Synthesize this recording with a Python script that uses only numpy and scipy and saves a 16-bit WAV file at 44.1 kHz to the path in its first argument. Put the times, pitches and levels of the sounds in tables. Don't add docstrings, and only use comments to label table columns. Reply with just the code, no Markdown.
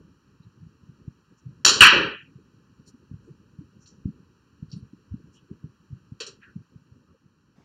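import sys
import numpy as np
from scipy import signal
from scipy.fft import rfft, irfft
from scipy.io import wavfile
from scipy.ndimage import uniform_filter1d, map_coordinates

SR = 44100
rng = np.random.default_rng(int(sys.argv[2]) if len(sys.argv) > 2 else 0)


def wav_record(signal):
    frames = np.transpose(np.atleast_2d(signal))
    bounded = np.clip(frames, -1, 1)
    quanta = np.round(bounded * 32767).astype(np.int16)
    wavfile.write(sys.argv[1], SR, quanta)


def level_to_linear(level):
    exponent = np.asarray(level, float) / 20
    return 10 ** exponent


N = 336924

# (time [s], level [dB])
CUE_BLOWS = [
    (1.6482, 3),
    (1.65, -2.5),
    (1.6602, 2),
    (1.668, -3),
    (1.6761, -3.5),
    (1.682, -2.5),
    (1.691, -2.5),
    (1.696, -7.5),
]
# (time [s], level [dB], ring [Hz], decay to -60 dB [s])
LEAD_BALL_CLACK = (1.8073, 15, 2900, 0.018)
# (time [s], level [dB])
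RACK_COLLISIONS = [(1.8066, 7), (1.816, 6.5), (1.820, 6), (1.825, 4.5), (1.834, 6), (1.838, 2.5),
                   (1.844, -2.5), (1.851, 1), (1.859, -3.5), (1.865, -0.5), (1.870, -2), (1.876, -3),
                   (1.930, -11), (1.975, -14)]
# (time [s], level [dB])
CUSHION_THUDS = [(1.655, -20.5), (1.699, -25.5), (1.756, -23.5), (1.812, -20.5), (1.844, -24.5),
                 (1.922, -15.5), (1.955, -15), (1.995, -19), (2.04, -24.5), (2.065, -31.5), (2.12, -35.5)]
# (time [s], level [dB], centre [Hz], spread [octaves], share of room tail kept [0-1])
LATE_CLICKS = [(3.858, -53, 4574, 0.76, 0.42), (3.871, -51.5, 6000, 0.43, 0.52),
               (4.715, -43, 4770, 0.31, 0.03), (4.723, -49, 4560, 0.65, 0.46),
               (4.725, -57, 2900, 0.48, 0.07), (6.2017, -27.5, 3530, 1.35, 0.43),
               (6.206, -36.5, 486, 0.45, .4), (6.208, -47, 1144, 1, 0.54),
               (6.2637, -35.5, 5260, 1.23, 0.39), (6.269, -42, 422, 0.44, 0.37),
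               (6.273, -52.5, 1190, 1.1, 0.32), (6.416, -61.5, 2590, 0.24, 0.63),
               (6.452, -53, 1700, 0.19, 0)]
# (time [s], level [dB], centre [Hz])
DRAUGHT_LUMPS = [
    (2.388, -55, 383),
    (3.29, -46, 379),
    (3.617, -46.5, 277),
    (5.518, -45.5, 352),
    (5.653, -50.5, 330),
    (7.03, -64, 520),
    (7.15, -62, 497),
]
# (time [s], level [dB], centre [Hz], spread [octaves], half length [s])
RUBS = [(0.435, -71, 3930, 0.18, 0.012), (1.39, -67, 6200, .3, 0.0098), (2.885, -55, 5460, 0.59, 0.013),
        (3.27, -77, 6000, 0.55, 0.026), (3.83, -62, 6010, 0.29, 0.016), (4.705, -64, 4495, 0.59, 0.0077),
        (4.78, -77, 8980, .3, .015), (5.355, -64, 6000, .4, 0.018), (5.375, -63.5, 3073, 0.27, 0.019),
        (6.195, -70, 5000, 0.48, 0.0032), (6.44, -48.5, 1906, 0.52, 0.013),
        (6.479, -56.5, 1664, 0.47, 0.024), (7.1, -69, 1200, 0.22, 0.017)]
# (time [s], level [dB], centre [Hz])
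LONG_GUSTS = [
    (.11, -56, 140),
    (.47, -50, 120),
    (0.631, -41, 133),
    (1.5, -46, 150),
    (4.09, -35.5, 189.6),
    (5.13, -37.5, 90),
    (5.911, -44.5, 119.7),
    (5.96, -51.5, 170.6),
    (6.3, -61, 141.4),
    (6.584, -43, 130.2),
]
# (time [s], peak [dB], centre [Hz], half length [s])
STRONG_EDDIES = [(0.406, -41.5, 142, 0.0065), (0.579, -47.5, 125, 0.012), (0.668, -34, 119, 0.0062),
                 (0.896, -34.5, 144, 0.0079), (1.081, -25, 131, 0.0038), (1.469, -30.5, 133, 0.014),
                 (2.36, -39, 145.2, 0.0086), (2.8, -42, 143.8, 0.0073), (2.948, -42.5, 253.4, 0.011),
                 (3.116, -28.5, 142, 0.0042), (3.143, -30, 127.8, 0.0071), (3.311, -40.5, 149, 0.016),
                 (3.591, -27, 144.8, 0.0049), (3.986, -43, 152, 0.006), (4.058, -14.5, 150, 0.0033),
                 (4.629, -24.5, 145.6, 0.0041), (4.685, -39, 116, 0.005), (4.74, -28, 147.4, 0.011),
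                 (4.769, -30.5, 167, 0.011), (4.829, -36.5, 116, 0.00807), (4.935, -36, 205.3, 0.0046),
                 (5.143, -22.5, 160.6, 0.005), (5.245, -40.5, 169, 0.0056), (5.515, -27, 164, 0.005),
                 (5.645, -23, 141, 0.0051), (5.931, -28.5, 124.8, 0.0064), (6.123, -28, 142.7, 0.0044),
                 (6.564, -28.5, 167.9, 0.0086), (6.762, -36, 140, 0.0062), (6.922, -41, 104.6, 0.0073)]
# (time [s], level [dB])
DRAUGHT_STRENGTH = [(0.0, -54.5), (0.33, -63.5), (0.57, -58), (1.0, -57), (1.3, -65), (1.6, -56.5),
                    (2.45, -60), (2.99, -59.5), (3.23, -54.5), (3.66, -60), (4.03, -57.5), (4.4, -61.5),
                    (4.78, -56), (5.3, -60.5), (6.15, -61.5), (6.9, -58.5), (7.3, -66.5), (7.64, -60.5)]
# (time [s], gain [dB])
ROOM_TONE_GAIN = [
    (6.15, 0.4),
    (6.9, -1),
    (7.3, -3.5),
    (7.64, -3),
]

# (frequency [Hz], level [dB])
TIP_COLOUR = [(300, -32.5), (700, -11), (1400, -11.5), (2200, -14.5), (3000, -8), (4300, -4), (6000, -7),
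              (7200, -8), (7700, -20.5), (11000, -32.5), (16000, -50.5)]
BALL_COLOUR = [(300, -34.5), (800, -11.5), (1500, -3), (2200, 2), (2900, -1), (4000, -10.5), (6000, -21),
               (8000, -36), (11000, -57.5), (16000, -78.5)]
RUBBER_COLOUR = [(60, -21), (150, -11.5), (250, -11.5), (400, -1.5), (550, -3.5), (900, -10.5),
                 (2000, -55.5)]
DRAUGHT_COLOUR = [(25, -33), (60, -3.5), (120, -2), (250, -3), (450, -9.5), (700, -19.5), (1500, -62.5)]
HUM_COLOUR = [(300, -19.5), (700, 3.5), (1300, -2), (2000, -7), (3000, -10), (4500, -34.5)]
HISS_COLOUR = [(2000, -23), (3500, -2), (6000, -1), (7300, -8), (8200, -17.5), (12000, -22), (15500, -23.5)]
# (frequency [Hz], gain [dB])
CLICK_TOP_LOSS = [(7000, 3), (9000, -10), (12000, -31), (16000, -40.5)]
# (frequency [Hz], gain [dB])
MEMBRANE_RESPONSE = [(20, -37), (45, -6.5), (70, -1.5), (350, -0.5), (600, -10), (1000, -57), (2000, -120)]
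# (frequency [Hz], decay to -60 dB [s])
ROOM_DECAY = [(200, .7), (1000, .65), (3000, 0.54), (6000, .45), (12000, .25)]
# (frequency [Hz], threshold [dB])
SUPPRESS_THRESHOLD = [(200, -39), (1000, -35.5), (3000, -46.5), (6000, -55), (12000, -60.5)]


def unit(x):
    return x / np.sqrt(np.mean(x ** 2) + 1e-20)


def along(points, hz):
    f, v = np.transpose(points)
    return np.interp(np.log(hz + 1), np.log(f + 1), v)


def curve(rows, s):
    return np.interp(s, *np.transpose(rows))


def shape(points):
    return lambda hz: level_to_linear(along(points, hz))


def bell(centre_hz, octaves):
    return lambda hz: 1 / (1 + (np.log2(hz / centre_hz) / octaves) ** 2) ** 2


def noise(n, gain):
    spectrum = rfft(rng.standard_normal(n))
    return unit(irfft(spectrum * gain(np.fft.rfftfreq(n, 1 / SR) + 1), n))


def add(track, s, x):
    part = track[round(s * SR):][:len(x)]
    part += x[:len(part)]


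def hit(gain, rise, t60, room_db, kept=1):
    t = np.arange(SR) / SR
    burst = noise(SR, gain) * (1 - np.exp(-t / rise)) ** 2 * level_to_linear(-60 * t / t60)
    hz, at, z = signal.stft(noise(SR, gain), SR, nperseg=256)
    decay = level_to_linear(-60 * at / (kept * along(ROOM_DECAY, hz)[:, None]))
    tail = signal.istft(z * decay, SR, nperseg=256)[1][:SR]
    build_up = (1 - np.exp(-t / 0.0044)) ** 2
    return burst + level_to_linear(room_db) * tail * build_up


def break_shot():
    out = np.zeros(N)
    t = np.arange(SR // 10) / SR
    s, db, hz, t60 = LEAD_BALL_CLACK
    add(out, s, level_to_linear(db - 60 * t / t60) * np.sin(2 * np.pi * hz * t))
    for s, db in CUE_BLOWS:
        add(out, s, level_to_linear(db) * hit(shape(TIP_COLOUR), rise=0.0013, t60=0.027, room_db=-19.5))
    for s, db in RACK_COLLISIONS:
        add(out, s, level_to_linear(db) * hit(shape(BALL_COLOUR), rise=0.0012, t60=0.04, room_db=-17))
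    for s, db in CUSHION_THUDS:
        add(out, s, level_to_linear(db) * hit(shape(RUBBER_COLOUR), rise=0.0043, t60=0.16, room_db=-7.0, kept=0.62))
    return out


def suppressed(x):
    hz, _, z = signal.stft(x, SR, nperseg=512)
    across_bands = uniform_filter1d(abs(z) ** 2, size=9, axis=0)
    power = abs(uniform_filter1d(across_bands, size=3, axis=1))
    threshold = level_to_linear(2 * along(SUPPRESS_THRESHOLD, hz) - 39.5)[:, None]
    keep = power / (power + threshold)
    steepness = 2.2
    return signal.istft(z * keep ** steepness, SR, nperseg=512)[1][:N]


def late_clicks():
    out = np.zeros(N)
    for s, db, hz, octaves, kept in LATE_CLICKS:
        gain = lambda f: bell(hz, octaves)(f) * shape(CLICK_TOP_LOSS)(f)
        add(out, s, level_to_linear(db) * hit(gain, rise=0.000929, t60=0.08, room_db=-2.5, kept=max(kept, 0.05)))
    return out


def soft_swells():
    out = np.zeros(N)
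    t = np.arange(SR // 5) / SR - 0.1
    lump_octaves, lump_half_s = 0.34, 0.013
    gust_octaves, gust_half_s = 0.5, 0.014
    draught_lumps = [(*row, lump_octaves, lump_half_s) for row in DRAUGHT_LUMPS]
    gusts = [(*row, gust_octaves, gust_half_s) for row in LONG_GUSTS]
    for s, db, hz, octaves, half in RUBS + draught_lumps + gusts:
        swell = np.exp(-0.5 * (t / half) ** 2)
        add(out, s + t[0], level_to_linear(db) * noise(len(t), bell(hz, octaves)) * swell)
    return out


def puffs():
    out = np.zeros(N)
    t = np.arange(SR // 4) / SR - 0.03
    for s, db, hz, half in STRONG_EDDIES + small_eddies():
        push = np.sin(2 * np.pi * (hz * t + rng.random())) * np.exp(-0.5 * (t / (0.47 * half)) ** 2)
        swell = np.exp(-abs(t) / np.where(t < 0, 0.51 * half, 3.5 * half))
        flutter = 0.19 * swell * noise(len(t), bell(hz, 0.99))
        add(out, max(s + t[0], 0), level_to_linear(db + 1.0) * (push + flutter))
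    return irfft(rfft(out) * shape(MEMBRANE_RESPONSE)(np.fft.rfftfreq(N, 1 / SR)), N)


def small_eddies():
    count = 70
    draw = rng.standard_normal((count, 4))
    spots = (np.arange(count) + 0.5 + draw[:, 0] / 4) / count
    s = np.clip(spots * N / SR, 0.05, None)
    db = curve(DRAUGHT_STRENGTH, s) + 8 + 4 * draw[:, 1]
    hz = 150 * 2 ** (0.3 * draw[:, 2])
    half_s = 0.005994 * 0.9 ** draw[:, 3]
    return list(zip(s, db, hz, half_s))


def air():
    t = np.arange(N) / SR
    lumps = map_coordinates(rng.standard_normal(400), [t * 25])
    lumpy = unit(level_to_linear(3.5 * lumps) * noise(N, shape(DRAUGHT_COLOUR)))
    rumble = level_to_linear(curve(DRAUGHT_STRENGTH, t)) * lumpy
    hum = level_to_linear(-68.5) * noise(N, shape(HUM_COLOUR))
    hiss = level_to_linear(-76.5) * noise(N, shape(HISS_COLOUR))
    return rumble + level_to_linear(curve(ROOM_TONE_GAIN, t)) * (hum + hiss)


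def scene():
    return (suppressed(break_shot()) + late_clicks() + soft_swells() + puffs() + air())[None]


def top_cut(x):
    return signal.sosfilt(signal.butter(12, 15800, fs=SR, output="sos"), x)


def record(dry):
    lag_samples, aligned_s = 31, 7.55
    held = dry / (1 + (abs(signal.hilbert(dry)) / 1.59) ** 20) ** (1 / 20)
    port = np.clip(held, -1.05, 1.05)
    late = np.pad(port, ((0, 0), (lag_samples, 0)))[:, :N]
    aligned = np.clip((np.arange(N) / SR - aligned_s) / 0.02, 0, 1)
    both = 0.59 * (port + 0.92 * late) * (1 - aligned) + 1.27 * port * aligned
    rolled = signal.lfilter(*signal.butter(2, 45, "high", fs=SR), both)
    return top_cut(np.clip(rolled, -0.95, 0.95))


dry = scene()
out = record(dry)
wav_record(out)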